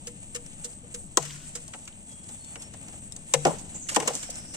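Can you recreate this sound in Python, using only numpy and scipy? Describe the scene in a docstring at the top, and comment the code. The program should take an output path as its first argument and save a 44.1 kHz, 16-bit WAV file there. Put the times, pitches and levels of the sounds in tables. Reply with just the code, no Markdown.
"""Wood fire with a hollow bamboo tube

Outdoors, close to a phone whose port rings near 8 kHz: flames and sizzling sap are coloured noise,
snaps, splits and thuds are shaped noise bursts, a green bamboo tube rings as decaying sines.
Crumbs rattle as resonated clicks, sap whistles as gliding sines and jets as moving bands of noise."""
import sys
import numpy as np
from scipy import signal
from scipy.fft import rfft, irfft
from scipy.io import wavfile
from scipy.ndimage import uniform_filter1d

SR = 44100
rng = np.random.default_rng(int(sys.argv[2]) if len(sys.argv) > 2 else 0)


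def unload_audio(sound):
    """Save the sound as a 16-bit wav file, at the path given as the first command line argument."""
    columns = np.transpose(np.atleast_2d(sound))
    # keep every value between -1 and 1, then stretch to whole-number steps
    steps = np.round(np.clip(columns, -1, 1) * 32767)
    wavfile.write(sys.argv[1], SR, steps.astype(np.int16))


N = 201095
PORT_LAG_S = .00018  # usual delay of the left port behind the right


def undb(db):
    """Amplitude factor of a level in dB."""
    return 10 ** (np.asarray(db) / 20)


def unit(x):
    """Scale to an rms of 1."""
    return x / np.sqrt(np.mean(x ** 2))


def colour(x, shape):
    """Filter by (f/Hz, gain/dB) points joined along log frequency; next to nothing passes outside them."""
    hz, db = np.transpose(shape)
    n = x.shape[-1]
    f = np.arange(n // 2 + 1) * SR / n + 1e-3
    gain = undb(np.interp(np.log(f), np.log(hz), db, -120, -120))
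    return irfft(rfft(x) * gain, n)


def pair(n, alike, lag_s):
    """Noise at two ports: a shared part that reaches the left one later, and a part of their own."""
    alike = np.clip(alike, 0, 1)
    both, left, right = rng.standard_normal((3, n))
    shared = np.array([np.roll(both, int(round(lag_s * SR))), both])
    return np.sqrt(alike) * shared + np.sqrt(1 - alike) * np.array([left, right])


def walk(rate):
    """Wandering curve of rms 1: random levels, rate per second, slewed twice."""
    k = int(SR / rate)
    steps = np.repeat(rng.standard_normal(N // k + 1), k)
    return unit(uniform_filter1d(uniform_filter1d(steps, k), k)[:N])


def sides(pan_db):
    """Left and right gains that differ by pan_db, left minus right."""
    return undb(np.array([[pan_db], [-pan_db]]) / 2)


def add(out, s, x):
    """Mix x in from time s on."""
    i = max(int(s * SR), 0)
    out[:, i:i + x.shape[1]] += x[:, :N - i]


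def level_curve(s, values, before=None):
    """Join (t/s, value) points by straight lines; the first value holds ahead of them unless before is given."""
    return np.interp(np.arange(N) / SR, s, values, before)


def flames():
    """Flames flutter: low noise, nearly alike at both ports, wavers in level."""
    # flame spectrum: f/Hz, relative density/dB
    flame_shape = [(12, 12.5), (20, -4.5), (195, 0.5), (315, -7.5), (387, -17), (437, -16), (682, -19),
                   (809, -31.5), (1200, -27), (1560, -131), (2640, -120)]
    rumble = unit(colour(pair(N, .9, PORT_LAG_S), flame_shape))
    return rumble * undb(-48 + 1.5 * walk(8)) * sides(5.2)


def patchy(x, db):
    """Split into neighbouring bands and let each wander in level."""
    lows = [0]
    for hz in (1200, 2200, 3600, 5200, 6800, 9500):
        lows.append(signal.sosfilt(signal.butter(2, hz, fs=SR, output="sos"), x))
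    lows.append(x)
    return sum((hi - lo) * undb(db * walk(14)) for lo, hi in zip(lows, lows[1:]))


def sizzle():
    """Boiling sap hisses as patchy noise that tiny random ticks push up."""
    # sizzle spectrum, strongest near the port's ring: f/Hz, relative density/dB
    sizzle_shape = [(530, -6.5), (900, -7.5), (1040, -17), (1200, -13), (1340, -15.5), (2800, -9),
                    (5100, -20.5), (7490, -0.5), (8150, 9), (9880, -28.5), (14900, -25.5), (16000, -68)]
    # the sizzle swells when the wood is stirred: t/s, level/dB
    stir_levels = [(0.0, -44.5), (1.1, -47), (1.36, -48), (1.503, -45.5), (2.1, -46), (2.6, -42.5),
                   (3.17, -47), (3.5, -37.5), (3.8, -47.5), (4.1, -40.5), (4.29, -39.5), (4.462, -41.5),
                   (4.56, -43.5)]
    ticks_per_s, tick_t60_s = 45, .015
    ticks = (rng.random(N) < ticks_per_s / SR) * undb(2.5 * rng.exponential(size=N))
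    spit = signal.lfilter([1], [1, -undb(-60 / (tick_t60_s * SR))], ticks)
    hiss = patchy(colour(pair(N, .6, PORT_LAG_S), sizzle_shape), 1.77)
    hiss = unit(hiss * (1 + .3 * spit) * undb(1.6 * walk(45)))
    return hiss * undb(level_curve(*np.transpose(stir_levels))) * sides(1.8)


def gliding(hz, width_hz):
    """A band of noise round a moving centre: slow complex noise on a carrier."""
    lowpass = signal.butter(4, width_hz / 2, fs=SR, output="sos")
    slow = signal.sosfilt(lowpass, rng.standard_normal((2, 2, N)))
    phase = 2 * np.pi * np.cumsum(hz) / SR
    return unit(slow[0] * np.cos(phase) + slow[1] * np.sin(phase))


def high_tone():
    """A faint high tone: narrow noise that wavers in pitch and level."""
    # centre f/Hz, width/Hz, level/dB
    hz, width_hz, db = (8150, 180, -55)
    return gliding(hz + 25 * walk(6), width_hz) * undb(db + 1.5 * walk(30)) * sides(5.0)


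def cracks():
    """Fibres tear in a quick volley: bright snap, woody split, and the log's dull thud just behind."""
    # cracks: t/s, snap level/dB, split re snap/dB, thud re snap/dB, snap t60/s, left minus right/dB
    crack_list = [(0.069, -31, -9, -20, 0.047, 1.5), (0.346, -27, -11, -31, 0.054, 0),
                  (0.359, -32.5, -10, -40, 0.032, 9), (0.463, -33, -17, -40, 0.0058, 5.5),
                  (0.531, -41, -18, -40, 0.014, 4), (0.636, -38, -10, -31, 0.069, -2),
                  (0.643, -27.5, -17.5, -40, 0.062, -1), (0.698, -46, -30, -33, 0.012, 16),
                  (0.731, -46, -26, -31, 0.022, 4), (0.839, -52, -7, 2, 0.022, -2),
                  (0.941, -28, -13, -37, 0.05, -0.5), (1.172, -1, -15, -23.5, 0.0074, 5.5),
                  (1.185, -42, -11, -30, 2.4, 1), (1.221, -33.5, -10, -9, 0.077, 10.5),
                  (1.249, -34.5, -4, -24, 0.047, 5), (1.358, -44, -2, -20, 0.028, 6),
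                  (1.55, -29, -10, -16.5, 0.065, -1.5), (1.573, -50, 3.5, -18.5, 0.028, 8),
                  (1.679, -32.5, -24, -15, 0.014, 3.5), (1.7351, -40.5, 8, 4, 0.017, 1),
                  (1.853, -38, -25, -40, 0.017, -2), (1.8753, -34, -4, -30, 0.026, 1.5),
                  (2.11, -43.5, -28, -12, 0.16, -1), (2.241, -40, -23, -30, 0.012, -1),
                  (2.286, -39.5, -11.5, -6.5, 0.056, -0.5), (2.443, -39.5, -33, -34, 0.037, 4),
                  (2.556, -37.5, 4, -2, 0.013, 0), (2.618, -35, -17, -38, 0.054, -2.5),
                  (2.736, -41, -3.5, -3, 0.033, 1), (2.882, -39, -7.5, -6.5, 0.022, -1),
                  (2.928, -45.5, -6.5, 0, 0.033, 4), (3.122, -26.5, -40, -46, 0.0097, 6),
                  (3.163, -28, -22.5, -21, 0.016, 4), (3.321, -46, -5, -30, 0.036, 2),
                  (3.337, -7.5, -7.5, -19.5, 0.02, 5), (3.45, -20, -1.3, 7.5, 0.021, 1),
                  (3.464, -27, -4.5, 11, 0.06, -2), (3.484, -43.5, 1, 19.5, 0.071, 7),
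                  (3.506, -44, -4, 12, 0.091, 1), (3.532, -54, 6, 11, 0.15, 3),
                  (3.58, -44, -22, -30, 0.16, -17), (3.741, -46, -7.5, 4, 0.36, 1),
                  (3.886, -23.5, -6, -19.5, 0.072, -1), (3.908, -33.5, -10, -4, 0.33, 1),
                  (3.944, -27.5, -11, -24, 0.06, -18), (3.9614, -8.5, -7, -6.5, 0.014, 5),
                  (4, -19, -6, -5.5, 0.017, 1), (4.02, -33.5, 0, 2, 0.055, 0),
                  (4.046, -42.5, -8, 6, 0.29, 13), (4.0739, -15.5, -8.5, -5.5, 0.036, 0.5),
                  (4.095, -34.5, -10, 2, 0.091, 1), (4.131, -30.5, -15, -4.5, 0.41, -2.5),
                  (4.152, -19, -31, -17.5, 0.01, 5), (4.226, -30.5, -8, -14, 0.057, -2),
                  (4.242, -34, -20, -30, 0.015, 0), (4.299, -30.5, -21, -18.5, 0.044, -2),
                  (4.356, -29.5, -24, -40, 0.0087, -8.5), (4.382, -36, -25, -40, 0.008, -5),
                  (4.461, -50, -9, -26, 0.017, -10), (4.536, -34.5, -7.5, -9.5, 0.1, -1)]
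    # spectrum of the bright snap: f/Hz, relative density/dB
    snap_shape = [(1800, -103), (3200, -11), (4300, -10.5), (5500, -9), (7600, 3), (8900, -4.5),
                  (10500, -19.5), (13400, -24), (16000, -40)]
    # spectrum of the woody split: f/Hz, relative density/dB
    split_shape = [(500, -61), (1000, -1.5), (1250, 2.5), (2800, 4), (4300, -8), (7500, -5.5)]
    # spectrum of the log's thud: f/Hz, relative density/dB
    thud_shape = [(88, -69), (150, -6.5), (290, 3), (420, -0.5), (612, 0.5), (754, 0.5), (857, -0.5),
                  (975, -1.5), (1430, -14), (1600, -55), (2080, -53), (3520, -120)]
    thud_t60_s = 0.091
    lead = 512  # samples of room ahead of the burst for the filter's spread
    out = np.zeros((2, N))
    for s, db, split_db, thud_db, t60, pan_db in crack_list:
        n = 8192 if t60 < .3 else 32768
        t = np.arange(n) / SR
        # a longer tear starts more slowly
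        rise = np.clip(0.065 * t60, 2e-4, 0.0075)
        hold = 0.56 * rise
        # each crack comes from its own direction
        lag_s = PORT_LAG_S * (1 + 0.64 * rng.standard_normal())
        # the volley is uneven: fibre sizes change every millisecond or so, a sudden snap less so
        uneven_db = 2.0 * min(rise / 0.0022, 1)
        sizes = undb(uneven_db * rng.standard_normal(n // 64))
        volley = uniform_filter1d(np.repeat(sizes, 64), size=24)
        split_t60 = max(t60, np.sqrt(t60 * thud_t60_s))
        # lower parts are more alike at both ports, start later and rise more slowly
        # shape, level re snap/dB, alike 0-1, rise/s, t60/s, delay/s
        parts = ((snap_shape, 0, .6, rise, t60, 0),
                 (split_shape, split_db, .7, rise + 0.00028, split_t60, .0005),
                 (thud_shape, thud_db, .9, rise + 0.0051, thud_t60_s, .0015))
        for shape, part_db, alike, up, down, late in parts:
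            # rise, hold at full strength, then decay; the power below 1 makes the onset quick
            decay_db = -60 * np.maximum(t - up - hold, 0) / max(down, .005)
            swell = np.clip(t / up, 0, 1) ** 0.81 * undb(decay_db)
            torn = pair(n, alike, lag_s) * swell * volley
            burst = colour(np.roll(torn, lead, axis=1), shape)
            # peaks stand about twice the rms under the swell
            burst = burst * np.sqrt(np.sum(swell ** 2) / np.sum(burst.mean(0) ** 2)) / 2
            add(out, s + late - lead / SR, burst * undb(db + part_db) * sides(pan_db))
    return out


def ring(length, hz, db, t60, swell):
    """One mode, length samples long: a sine that builds up over swell seconds and dies away."""
    t = np.arange(length) / SR
    return undb(db - 60 * t / t60) * np.sin(2 * np.pi * hz * t) * np.clip(t / swell, 0, 1) ** 2


def taps():
    """Light hollow taps further off: a single mode each."""
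    # taps: t/s, level/dB
    tap_list = [(0.071, -38), (0.351, -34), (0.646, -40), (0.833, -46.5), (0.942, -38.5), (1.251, -48),
                (1.552, -41)]
    out = np.zeros((2, N))
    for s, db in tap_list:
        add(out, s, ring(SR // 3, 482, db, 0.17, 0.0032) * sides(0.98))
    return out


def wall_knocks():
    """Hard knocks ring the wall modes of the tube; the place of the blow favours two pitches."""
    # wall modes of the tube: f/Hz, free t60/s
    wall_modes = [(285, .06), (357, .07), (431, .14), (474, .2), (522, .14), (570, .08), (690, .14),
                  (782, .14), (875, .09), (1000, .08), (1095, .05), (1210, .04), (1600, .04), (1800, .035)]
    # knocks: t/s, level/dB, share of the free t60, lower favoured f/Hz, upper favoured f/Hz,
    # upper re lower/dB, left minus right/dB
    knock_list = [(1.172, -16, 0.59, 373, 1094, 3, 9.5), (1.177, -25, 0.63, 680, 900, 0, 4),
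                  (1.1727, -21, 0.36, 516, 1620, 5, 6.3), (3.3365, -23, 0.5, 343, 1040, 5, 13),
                  (3.338, -20.5, 0.97, 519, 790, -12, 11), (3.453, -7.5, 0.49, 353, 742, -4.5, 4.9),
                  (3.466, -29, 0.49, 300, 592, 17.5, 3.7), (3.478, -24, 0.8, 600, 850, 0, 6.1),
                  (3.493, -30, 0.44, 330, 700, 4, 4.4), (3.508, -29, 0.28, 574, 890, 6, 4.8),
                  (3.531, -28, 0.38, 410, 775, -10, 4), (3.963, -17, 0.56, 796, 1050, 0.5, 5.2),
                  (3.974, -29.5, 1, 280, 500, 0, 6.1), (3.988, -30.5, 0.5, 485, 810, -1, 6.8),
                  (4.003, -28.5, 0.74, 820, 1090, -13, 4.4), (4.027, -31.5, 0.34, 447, 830, 0, 4.9),
                  (4.049, -43, 0.92, 295, 800, -11, 4), (4.064, -42, 0.59, 325, 480, -1, 4),
                  (4.077, -28.5, 0.3, 298, 1000, 9, 4), (4.09, -32.5, 0.58, 500, 1060, -14, 4.4),
                  (4.103, -29, 0.45, 550, 755, -4, 4.7), (4.288, -34, 0.31, 535, 666, 1.5, 3.8)]
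    place_octaves, node_share, swell_s = 0.17, 0.083, 0.0022

    def near(f, hz):
        """Bell-shaped weight in octaves from a favoured pitch."""
        return np.exp(-(np.log2(f / hz) / place_octaves) ** 2)

    out = np.zeros((2, N))
    for s, db, free, low_hz, high_hz, high_db, pan_db in knock_list:
        modes = 0
        for k, (f, t60) in enumerate(wall_modes):
            # modes far from both favoured pitches lie near a node and are struck weakly
            strength = node_share + near(f, low_hz) + undb(high_db) * near(f, high_hz)
            # neighbours start in opposite phase
            modes = modes + (-1) ** k * strength * ring(SR // 4, f, db, free * t60, swell_s)
        # the left port hears the knock a little later
        ports = np.array([np.roll(modes, int(PORT_LAG_S * SR)), modes])
        add(out, s, ports * sides(pan_db))
    return out


def air_column():
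    """Blows set the air in the tube ringing, nearer the left port; it needs a few cycles to build up."""
    # blows: t/s, level/dB, f/Hz, t60/s
    blow_list = [(1.184, -34.5, 146.6, 0.96), (3.34, -29, 146.4, 0.68), (3.459, -19, 163, 0.19),
                 (3.561, -42.5, 165, 0.92), (3.961, -42, 144.2, 1.05)]
    out = np.zeros((2, N))
    for s, db, hz, t60 in blow_list:
        add(out, s, ring(SR, hz, db, t60, 0.024) * sides(9.3))
    return out


def crumbs():
    """Charcoal crumbs slide and rattle: dense clicks of many sizes excite short resonances."""
    # the rattle swells after the hard knocks: t/s, level/dB
    slide_levels = [(1.17, -75), (1.2, -49.5), (1.3, -50), (1.4, -54.5), (1.5, -64), (1.7, -72),
                    (3.44, -71), (3.47, -44), (3.53, -51), (3.62, -59), (3.88, -63), (3.97, -44),
                    (4.05, -48), (4.1, -48), (4.2, -53.5), (4.56, -61)]
    # crumb resonances: f/Hz, relative level/dB
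    crumb_modes = [(1500, -2.5), (2000, -1), (2600, 0.5), (3300, 0.5), (4100, -2.5), (5000, -2.5),
                   (6000, 4)]
    hits_per_s, t60_cycles, spread_db = 300, 14, 2.5  # for each resonance
    out = 0
    for hz, db in crumb_modes:
        when, size, side = rng.random((int(hits_per_s * N / SR), 3)).T
        strength = undb(-spread_db * np.log(1 - size))
        hits = np.zeros((2, N))
        hits[:, (when * N).astype(int)] = strength * np.array([side + .5, 1.5 - side])
        r = undb(-60 * hz / (t60_cycles * SR))  # pole radius: loss per sample
        poles = [1, -2 * r * np.cos(2 * np.pi * hz / SR), r ** 2]
        out = out + undb(db) * unit(signal.lfilter([1, 0, -1], poles, hits))
    slide_db = level_curve(*np.transpose(slide_levels))
    return unit(out) * undb(slide_db + 2.0 * walk(30)) * sides(1.7)


def whistles():
    """Sap whistles thinly: short gliding sines that waver in pitch and flicker in level."""
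    # whistles: start t/s, end t/s, start f/Hz, middle f/Hz, end f/Hz, rms wobble/Hz, level/dB
    whistle_list = [(2.06, 2.24, 3312, 3315, 3318, 8, -65), (2.23, 2.28, 3325, 3322, 3320, 8, -66),
                    (2.26, 2.38, 3495, 3492, 3488, 10, -67), (2.39, 2.5, 4335, 4345, 4365, 14, -62),
                    (2.48, 2.55, 4370, 4385, 4390, 20, -64), (2.43, 2.54, 3490, 3490, 3490, 10, -68),
                    (2.555, 2.7, 5470, 5470, 5500, 16, -59), (3.714, 3.752, 7100, 7820, 6950, 40, -45),
                    (4.245, 4.32, 5750, 5850, 5800, 70, -57), (4.3, 4.395, 5780, 5850, 5650, 70, -57),
                    (4.38, 4.455, 5800, 5950, 5900, 70, -55), (4.31, 4.45, 5300, 5220, 5300, 70, -57),
                    (4.478, 4.512, 5950, 6030, 6030, 45, -53), (4.51, 4.56, 5700, 5850, 5900, 80, -56)]
    breathy_per_hz = .007  # a whistle that wobbles more is also more breathy
    flicker, waver, breath = walk(60), walk(130), walk(500)
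    out = np.zeros((2, N))
    for k, (a, b, from_hz, mid_hz, to_hz, wobble_hz, db) in enumerate(whistle_list):
        i = np.arange(int(a * SR), min(int(b * SR), N))
        u = (i / SR - a) / (b - a)
        # a parabola through start, middle and end pitch
        bend_hz = mid_hz - (from_hz + to_hz) / 2
        hz = from_hz + (to_hz - from_hz) * u + bend_hz * 4 * u * (1 - u)
        # each whistle reads its own stretch of the random curves
        own = (i + k * SR // 3) % N
        fade = np.clip(np.minimum(u, 1 - u) / .25, 0, 1)
        on = fade * (1 + breathy_per_hz * wobble_hz * breath[own])
        tone = np.sqrt(2) * np.sin(2 * np.pi * np.cumsum(hz + wobble_hz * waver[own]) / SR)
        out[:, i] += undb(db + 2.0 * flicker[own]) * on * tone
    return out


def steam_jet():
    """Steam jets from the sap: a broad and a narrower band of noise glide together."""
    # jet: t/s, centre f/Hz, broad hiss as share of power 0-1, level/dB
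    s, hz, broad, db = np.transpose([(3.725, 7340, .6, -73), (3.751, 7240, .7, -38.5),
                                     (3.8, 7400, .8, -44.5), (3.83, 6940, .95, -41), (3.87, 6800, .95, -45),
                                     (4.0, 6400, .9, -57), (4.199, 5700, .6, -49), (4.3, 5400, 0.2, -54),
                                     (4.45, 5350, 0.2, -55), (4.56, 5550, 0.52, -48)])
    hz, broad = level_curve(s, hz), np.clip(level_curve(s, broad), 0, 1)
    jet = np.sqrt(broad) * gliding(hz, 1400) + np.sqrt(1 - broad) * gliding(hz, 550)
    # next to silent before the first point
    return jet * undb(level_curve(s, db, -120) + 2.0 * walk(120))


def echoes(x):
    """Logs close by scatter each crack back at once; ground and trees add a longer diffuse tail."""
    t = np.arange(SR // 2) / SR
    response = 0
    # level/dB, t60/s, swell/s
    for db, t60, swell in ((-5.5, 0.037, .002), (-19.5, 0.74, .025)):
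        tail = rng.standard_normal((2, len(t))) * undb(-60 * t / t60) * np.clip(t / swell, 0, 1)
        energy = np.sum(tail ** 2, axis=1, keepdims=True)
        response = response + undb(db) * tail / np.sqrt(energy)
    return signal.fftconvolve(x, response, axes=1)[:, :N]


def scene():
    """Mix the fire, the tube, the taps and their echoes."""
    steady = flames() + sizzle() + high_tone()
    snaps = cracks() + crumbs()
    rings = taps() + wall_knocks() + air_column()
    steam = whistles() + steam_jet()
    # the echoes of the tube's rings and the taps are weaker, so their pitches stay clear
    return steady + snaps + rings + steam + echoes(snaps + .5 * rings)


def record(dry):
    """The phone rounds the loudest peaks and cuts the top above 16.2 kHz."""
    rounded = np.tanh(1.064 * dry) / 1.156
    return signal.sosfilt(signal.ellip(12, .2, 100, 16200, fs=SR, output="sos"), rounded)


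dry = scene()
out = record(dry)
unload_audio(out)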